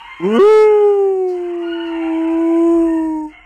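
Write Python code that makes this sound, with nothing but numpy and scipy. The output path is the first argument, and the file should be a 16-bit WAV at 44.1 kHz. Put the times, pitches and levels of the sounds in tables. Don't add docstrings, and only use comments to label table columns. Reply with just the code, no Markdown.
import sys
import numpy as np
from scipy import signal
from scipy.fft import rfft, irfft, next_fast_len
from scipy.io import wavfile
from scipy.ndimage import uniform_filter1d, map_coordinates

SR = 44100
rng = np.random.default_rng(int(sys.argv[2]) if len(sys.argv) > 2 else 0)


def int16_out(signal):
    q = np.round(np.clip(np.atleast_2d(signal).T, -1, 1) * 32767)
    wavfile.write(sys.argv[1], SR, q.astype(np.int16))


def invert_db(level):
    return 10 ** (np.asarray(level, dtype=float) / 20)


N = 152145
T = np.arange(N) / SR
TOP_HZ = 14000


def unit(x):
    return x / np.sqrt(np.mean(x ** 2) + 1e-20)


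def along(points):
    f, v = np.transpose(points)
    return lambda hz: invert_db(np.interp(np.log(hz + 1), np.log(f + 1), v, -120, -120))


def curves(rows):
    s, *cols = np.transpose(rows)
    return [np.interp(T, s, c) for c in cols]


def wobble(rate):
    return map_coordinates(rng.standard_normal(int(N * rate / SR) + 4), [T * rate])


def gate(start, stop, rise, fall):
    edge = np.minimum((T - start) / rise, (stop - T) / fall)
    return np.sin(np.pi / 2 * np.clip(edge, 0, 1)) ** 2


def filtered(x, response):
    m = next_fast_len(N + SR // 2)
    return irfft(rfft(x, m) * response(np.fft.rfftfreq(m, 1 / SR)), m)[:N]


def noise(response, patchy_db=0):
    z = signal.stft(rng.standard_normal(N), nperseg=1024)[2]
    field = uniform_filter1d(uniform_filter1d(rng.standard_normal(z.shape), 3, 0), 12, 1)
    patchy = signal.istft(z * invert_db(patchy_db * unit(field)), nperseg=1024)[1][:N]
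    return unit(filtered(patchy, response))


def echoes(x, decay_s):
    tail = rng.standard_normal(SR) * invert_db(-60 * T[:SR] / decay_s)
    return signal.fftconvolve(x, tail / np.linalg.norm(tail))[:N]


def far_cats():
    # start in seconds, length in seconds, pitch in Hz, level in dB, second partial in dB
    mews = [(0, 0.091, 958, -33.5, -12), (0.043, 0.22, 1057, -31, -5.5), (0.306, 0.11, 1473, -28.5, -1.5),
            (0.468, 0.46, 1480, -45.5, -1), (1.329, 0.19, 1033, -48.5, 0), (1.331, 0.36, 891, -51.5, -5),
            (1.49, 0.21, 977, -46.5, 0.5), (1.635, .27, 1447, -35.5, 1.5), (1.871, 0.21, 1379, -38.5, 2),
            (1.748, 0.34, 912, -41, -1), (1.922, 0.25, 779.4, -35, -14), (2.065, 0.28, 885, -37.5, -18.5),
            (2.261, 0.34, 763.5, -38.5, -5), (2.624, 0.19, 880, -43.5, -6), (2.876, 0.12, 914, -43, 7),
            (3.098, 0.2, 884, -61.5, 9), (3.295, 0.12, 677, -39, -19), (3.299, .14, 714.7, -36, -26),
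            (0.215, 0.075, 892, -39, -15), (2.381, 0.28, 1154, -61, 9), (2.196, 0.16, 1047, -47, 1)]
    # frequency in Hz, gain in dB
    far_colour = [(600, -41), (790, 0), (3000, -1), (3300, -13.5), (3600, -14), (4300, -15.5), (4550, -25),
                  (6000, -29)]
    # time in seconds, level in dB
    din_path = [(0, -41), (.4, -42.5), (.9, -48), (1.25, -62), (1.32, -49), (2, -38), (2.5, -43), (3, -51),
                (3.25, -65), (3.33, -48.5), (3.45, -51.5)]
    arch_depth, edge_s = .02, .022
    hoarse_waver = .012 * wobble(13) + .013 * wobble(70)
    swell_db = 3 * wobble(30)

    x = np.zeros(N)
    for s, length, hz, db, second_db in mews:
        arch = 1 - arch_depth * (2 * np.clip((T - s) / length, 0, 1) - .8) ** 2
        arch = arch + np.roll(hoarse_waver, rng.integers(N))
        turn = 2 * np.pi * np.cumsum(hz * arch) / SR
        partials_db = [0, second_db, -6, -16.5]
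        tone = sum(invert_db(g) * np.sin(k * turn) for k, g in enumerate(partials_db, 1))
        level = invert_db(db + np.roll(swell_db, rng.integers(N)))
        x += level * gate(s - edge_s, s + length, edge_s, edge_s) * tone

    mewing = filtered(invert_db(-14) * x + echoes(x, decay_s=.5), along(far_colour))
    din = noise(lambda hz: along(far_colour)(hz) / (1 + (hz / 3900) ** 12), patchy_db=4)
    return mewing + invert_db(curves(din_path)[0]) * din


def house():
    # time in seconds, hum level in dB
    hum_path = [(0.0, -63), (0.19, -47.5), (1.08, -63), (2.47, -51), (2.5, -60.5), (2.82, -42.5),
                (3.2, -53.5), (3.45, -38)]
    # frequency in Hz, gain in dB per Hz
    hum_colour = [(15, -22), (30, -14), (40, -4), (48, 0), (56, -5), (64, -15), (90, -16), (125, -28)]
    air_colour = [(90, -15), (150, -3), (400, 0), (700, -4.5), (900, -30)]
    hiss_colour = [(3000, -20.5), (3600, -9), (6800, -5), (8200, -5.5), (9500, -9.5), (11000, -13),
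                   (13900, -14.5)]
    # start in seconds, 30 dB decay in seconds, level in dB
    rustles = [
        (1.265, .2, -50),
        (1.84, .16, -58),
        (2.25, .5, -62),
        (2.55, .16, -64),
    ]
    # frequency in Hz, gain in dB per Hz
    rustle_colour = [(1200, -29.5), (2000, -11), (3000, -3), (4500, 7), (8000, -1.5), (13500, -11.5)]

    hum = invert_db(curves(hum_path)[0] + 3 * wobble(6)) * noise(along(hum_colour))
    air = invert_db(-61) * noise(along(air_colour), patchy_db=3)
    hiss_db = -63.5 - 8.5 * np.clip((T - 3.3) / .05, 0, 1)
    hiss = invert_db(hiss_db) * noise(along(hiss_colour), patchy_db=3)
    strokes = 0
    for s, decay_s, db in rustles:
        decay = invert_db(-30 * np.clip(T - s - .02, 0, 1) / decay_s)
        strokes = strokes + invert_db(db) * gate(s, s + decay_s, .03, .05) * decay
    return hum + air + hiss + strokes * noise(along(rustle_colour), patchy_db=1.5)


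def chest():
    # time in seconds, pitch in Hz, level in dB, mouth opening in dB
    path = [(0.2, 157.5, -24.5, -6.5), (0.218, 163.9, -24.5, -7.5), (0.245, 176.8, -12, -8),
            (0.268, 193.6, -11.5, -9), (0.294, 209.3, -15, -5), (0.364, 232.5, -12, 3),
            (0.388, 249, -13, -4.5)]
    # partial number, level in dB
    partials = [(1, -1), (2, 0), (3, -17), (4, -17.5), (5, -12.5), (6, -28.5), (7, -34), (8, -27.5),
                (9, -29.5), (10, -50.5), (11, -26.5), (12, -24), (13, -22.5)]
    # frequency in Hz, gain in dB
    air_colour = [(3900, -28), (4500, -11), (6200, 2.5), (8800, -2), (9400, -21.5), (11000, -13.5),
                  (13500, -15.5)]
    rough_colour = [(100, -14.5), (300, 7), (1000, 2), (3000, -13), (3400, -48)]  # Hz, dB
    break_s = .008

    hz, db, open_db = curves(path)
    turn = 2 * np.pi * np.cumsum(hz * (1 + .006 * wobble(120))) / SR
    tone = 0
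    for k, g in partials:
        partial_db = g
        if k == 1:
            partial_db = partial_db + .15 * (hz - 216.5)
        if k > 2:
            partial_db = partial_db + open_db + 2.5 * wobble(40)
        if k > 5:
            ring_db = 10 * np.exp(-((k * hz - 2060) / 150) ** 2)
            partial_db = partial_db + ring_db - 40 * np.maximum(.33 - T, 0)
        tone = tone + invert_db(partial_db) * np.cos(k * turn - np.pi / 2 * (k - 1))

    rough = .055 * noise(along(rough_colour))
    air = invert_db(-35 + open_db) * noise(along(air_colour), patchy_db=6.5)
    pulsed = (1 + np.cos(turn)) * (rough + air)
    window = gate(path[0][0] - .004, path[-1][0] + break_s / 2, .009, break_s)
    return invert_db(db) * window * (tone + pulsed)


def note():
    # time in seconds, pitch in Hz, level in dB, throat ring in dB, breath in dB
    path = [(0.39, 363.7, -7, -16.5, -61.5), (0.4, 372.4, -1.5, -17.5, -55), (0.44, 410.4, -7, -23, -52),
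            (0.5, 433.7, -4, -27, -50), (0.62, 430, -8, -27.5, -50), (0.69, 425.5, -9, -33.5, -60),
            (0.91, 407.4, -10.5, -38, -60.5), (1.35, 358, -18.5, -57, -69.5),
            (1.37, 355.2, -19.5, -53, -63.5), (1.44, 352.1, -21.5, -53.5, -68.5),
            (1.69, 338, -21.5, -48, -74.5), (1.85, 334.3, -23, -46, -70.5),
            (2.13, 323.6, -17, -35.5, -64.5), (2.71, 337, -11, -31.5, -54), (2.82, 333, -11.5, -35, -54.5),
            (3.17, 311.4, -20, -30.5, -61), (3.26, 304.6, -25.5, -32.5, -59.5),
            (3.32, 310, -43.5, -63, -75.5)]
    # time in seconds, width in seconds, swell in dB
    swells = [(.79, 0.028, -1), (.86, 0.03, 1.2), (0.949, 0.038, -2), (1.049, 0.029, -0.2),
              (1.15, 0.048, -2), (1.23, 0.036, 0.5), (2.89, .035, -1.5)]
    # lead at low pitch in rad, lead at high pitch in rad, turning from Hz, span in Hz
    leads = [
        (1.4, 3.7, 345, 80),
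        (2.3, 3.7, 400, 30),
    ]
    # partial number, level in dB, change in dB per second as the mouth closes
    upper_partials = [(4, -27, -61), (5, -29, -37.5), (6, -34.5, -31), (7, -39, -300), (8, -36, -500),
                      (9, -48, -500), (10, -52.5, -500), (11, -45.5, -500), (12, -47.5, -500),
                      (13, -47.5, -43.5)]
    # frequency in Hz, width in Hz, gain in dB
    mouth = [(2183, 64, 8), (2780, 37, 8)]
    # frequency in Hz, width in Hz, gain in dB
    nose = [(5400, 680, -7.5), (6816, 280, 8), (7950, 140, 2.5), (8380, 620, 3), (11300, 13000, -13.5)]
    # frequency in Hz, gain in dB
    rasp_colour = [(150, -30.5), (280, -7.5), (400, 1.5), (600, -16), (1000, -11.5), (1600, -40.5)]
    break_s, shimmer_db, loudest_db = .008, .5, -6.4

    hz, db, third_db, breath_db = curves(path)
    hz = uniform_filter1d(hz, size=400) * (1 + .0015 * wobble(30))
    turn = 2 * np.pi * np.cumsum(hz) / SR

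    push_db = 1.2 * np.clip(db + 9.2, 0, 1)
    db = np.minimum(db + push_db, loudest_db) + .3 * wobble(7)
    db = db + sum(g * np.exp(-((T - s) / w) ** 2) for s, w, g in swells)
    second_lead, third_lead = [a + (b - a) * np.clip((hz - f) / span, 0, 1) for a, b, f, span in leads]

    second_db = -15.5 - 150 * np.maximum(.48 - T, 0) + shimmer_db * wobble(20)
    second = invert_db(second_db) * np.clip((2 * hz / 657.5) ** 12, 0, 1)
    upper = 0
    for k, g, fall in upper_partials:
        closed_db = -46 - 12 * max(k - 7, 0)
        partial_db = np.maximum(g + fall * np.maximum(T - .62, 0), closed_db)
        ring_db = sum(gain * np.exp(-((k * hz - c) / w) ** 2) for c, w, gain in mouth)
        ring_db = ring_db - 90 * np.maximum(.49 - T, 0)
        upper = upper + invert_db(partial_db + ring_db + 2.2 * wobble(16)) * np.sin(k * turn)
    tone = invert_db(db) * (np.cos(turn) + second * np.cos(2 * turn + second_lead) + upper)
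    tone = tone + invert_db(third_db + shimmer_db * wobble(29)) * np.cos(3 * turn + third_lead)

    def nose_response(f):
        return sum(invert_db(g) / (1 + ((f - c) / w * 2) ** 4) for c, w, g in nose)

    air_level = invert_db(5 + breath_db + .21 * db)
    air = air_level * (1 + .4 * np.cos(turn)) * noise(nose_response, patchy_db=2)
    rasp = invert_db(-32.5 + db) * noise(along(rasp_colour), patchy_db=-3)
    window = gate(path[0][0] - break_s / 2, path[-1][0] + .014, break_s, .015)
    return window * (np.sqrt(2) * tone + air + rasp)


def scene():
    cat = filtered(chest() + note(), lambda hz: 1 / (1 + (120 / (hz + 1)) ** 8))
    room = invert_db(-26) * echoes(cat, decay_s=.55)
    return (cat + room + far_cats() + house())[None]


def thin_treble(x):
    dropouts = [1.525, 1.57, 2.265, 2.36, 3.22, 3.265]
    weak_hz, weak_share = 3200, .2

    def smooth(v):
        return uniform_filter1d(uniform_filter1d(v, size=7, axis=0), size=7, axis=1)

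    hz, _, z = signal.stft(x, SR, nperseg=1024)
    db = 10 * np.log10(np.abs(smooth(np.abs(z) ** 2)) + 1e-20)
    db = db + 3.5 * unit(smooth(smooth(rng.standard_normal(z.shape))))
    db = db + 5 * hz[:, None] / TOP_HZ
    high = (hz > weak_hz) & (hz < TOP_HZ)
    muted = high[:, None] & (db < np.quantile(db[high], weak_share))
    x = signal.istft(z * ~muted, nperseg=1024)[1][:N]
    ducking = .85 * sum(np.exp(-((T - s) / .006) ** 2) for s in dropouts)
    return x - ducking * filtered(x, lambda f: f > weak_hz)


def band_limit(x):
    return signal.sosfilt(signal.butter(12, 14010, fs=SR, output="sos"), x)


def record(dry):
    # frequency in Hz, width in Hz, depth from 0 to 1
    mic_dips = [(3600, 420, .72), (7400, 220, .9), (9800, 700, .85), (6250, 130, .7)]
    top, knee = .565, 80

    def mic_response(hz):
        dips = [1 - np.clip(d, 0, 1) / (1 + ((hz - c) / w * 2) ** 4) for c, w, d in mic_dips]
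        return np.prod(dips, axis=0)

    x = filtered(dry[0], mic_response)
    x = x / (1 + np.abs(x / top) ** knee) ** (1 / knee)
    mix = filtered(thin_treble(x), lambda hz: hz < TOP_HZ)[None]
    return band_limit(mix)


dry = scene()
out = record(dry)
int16_out(out)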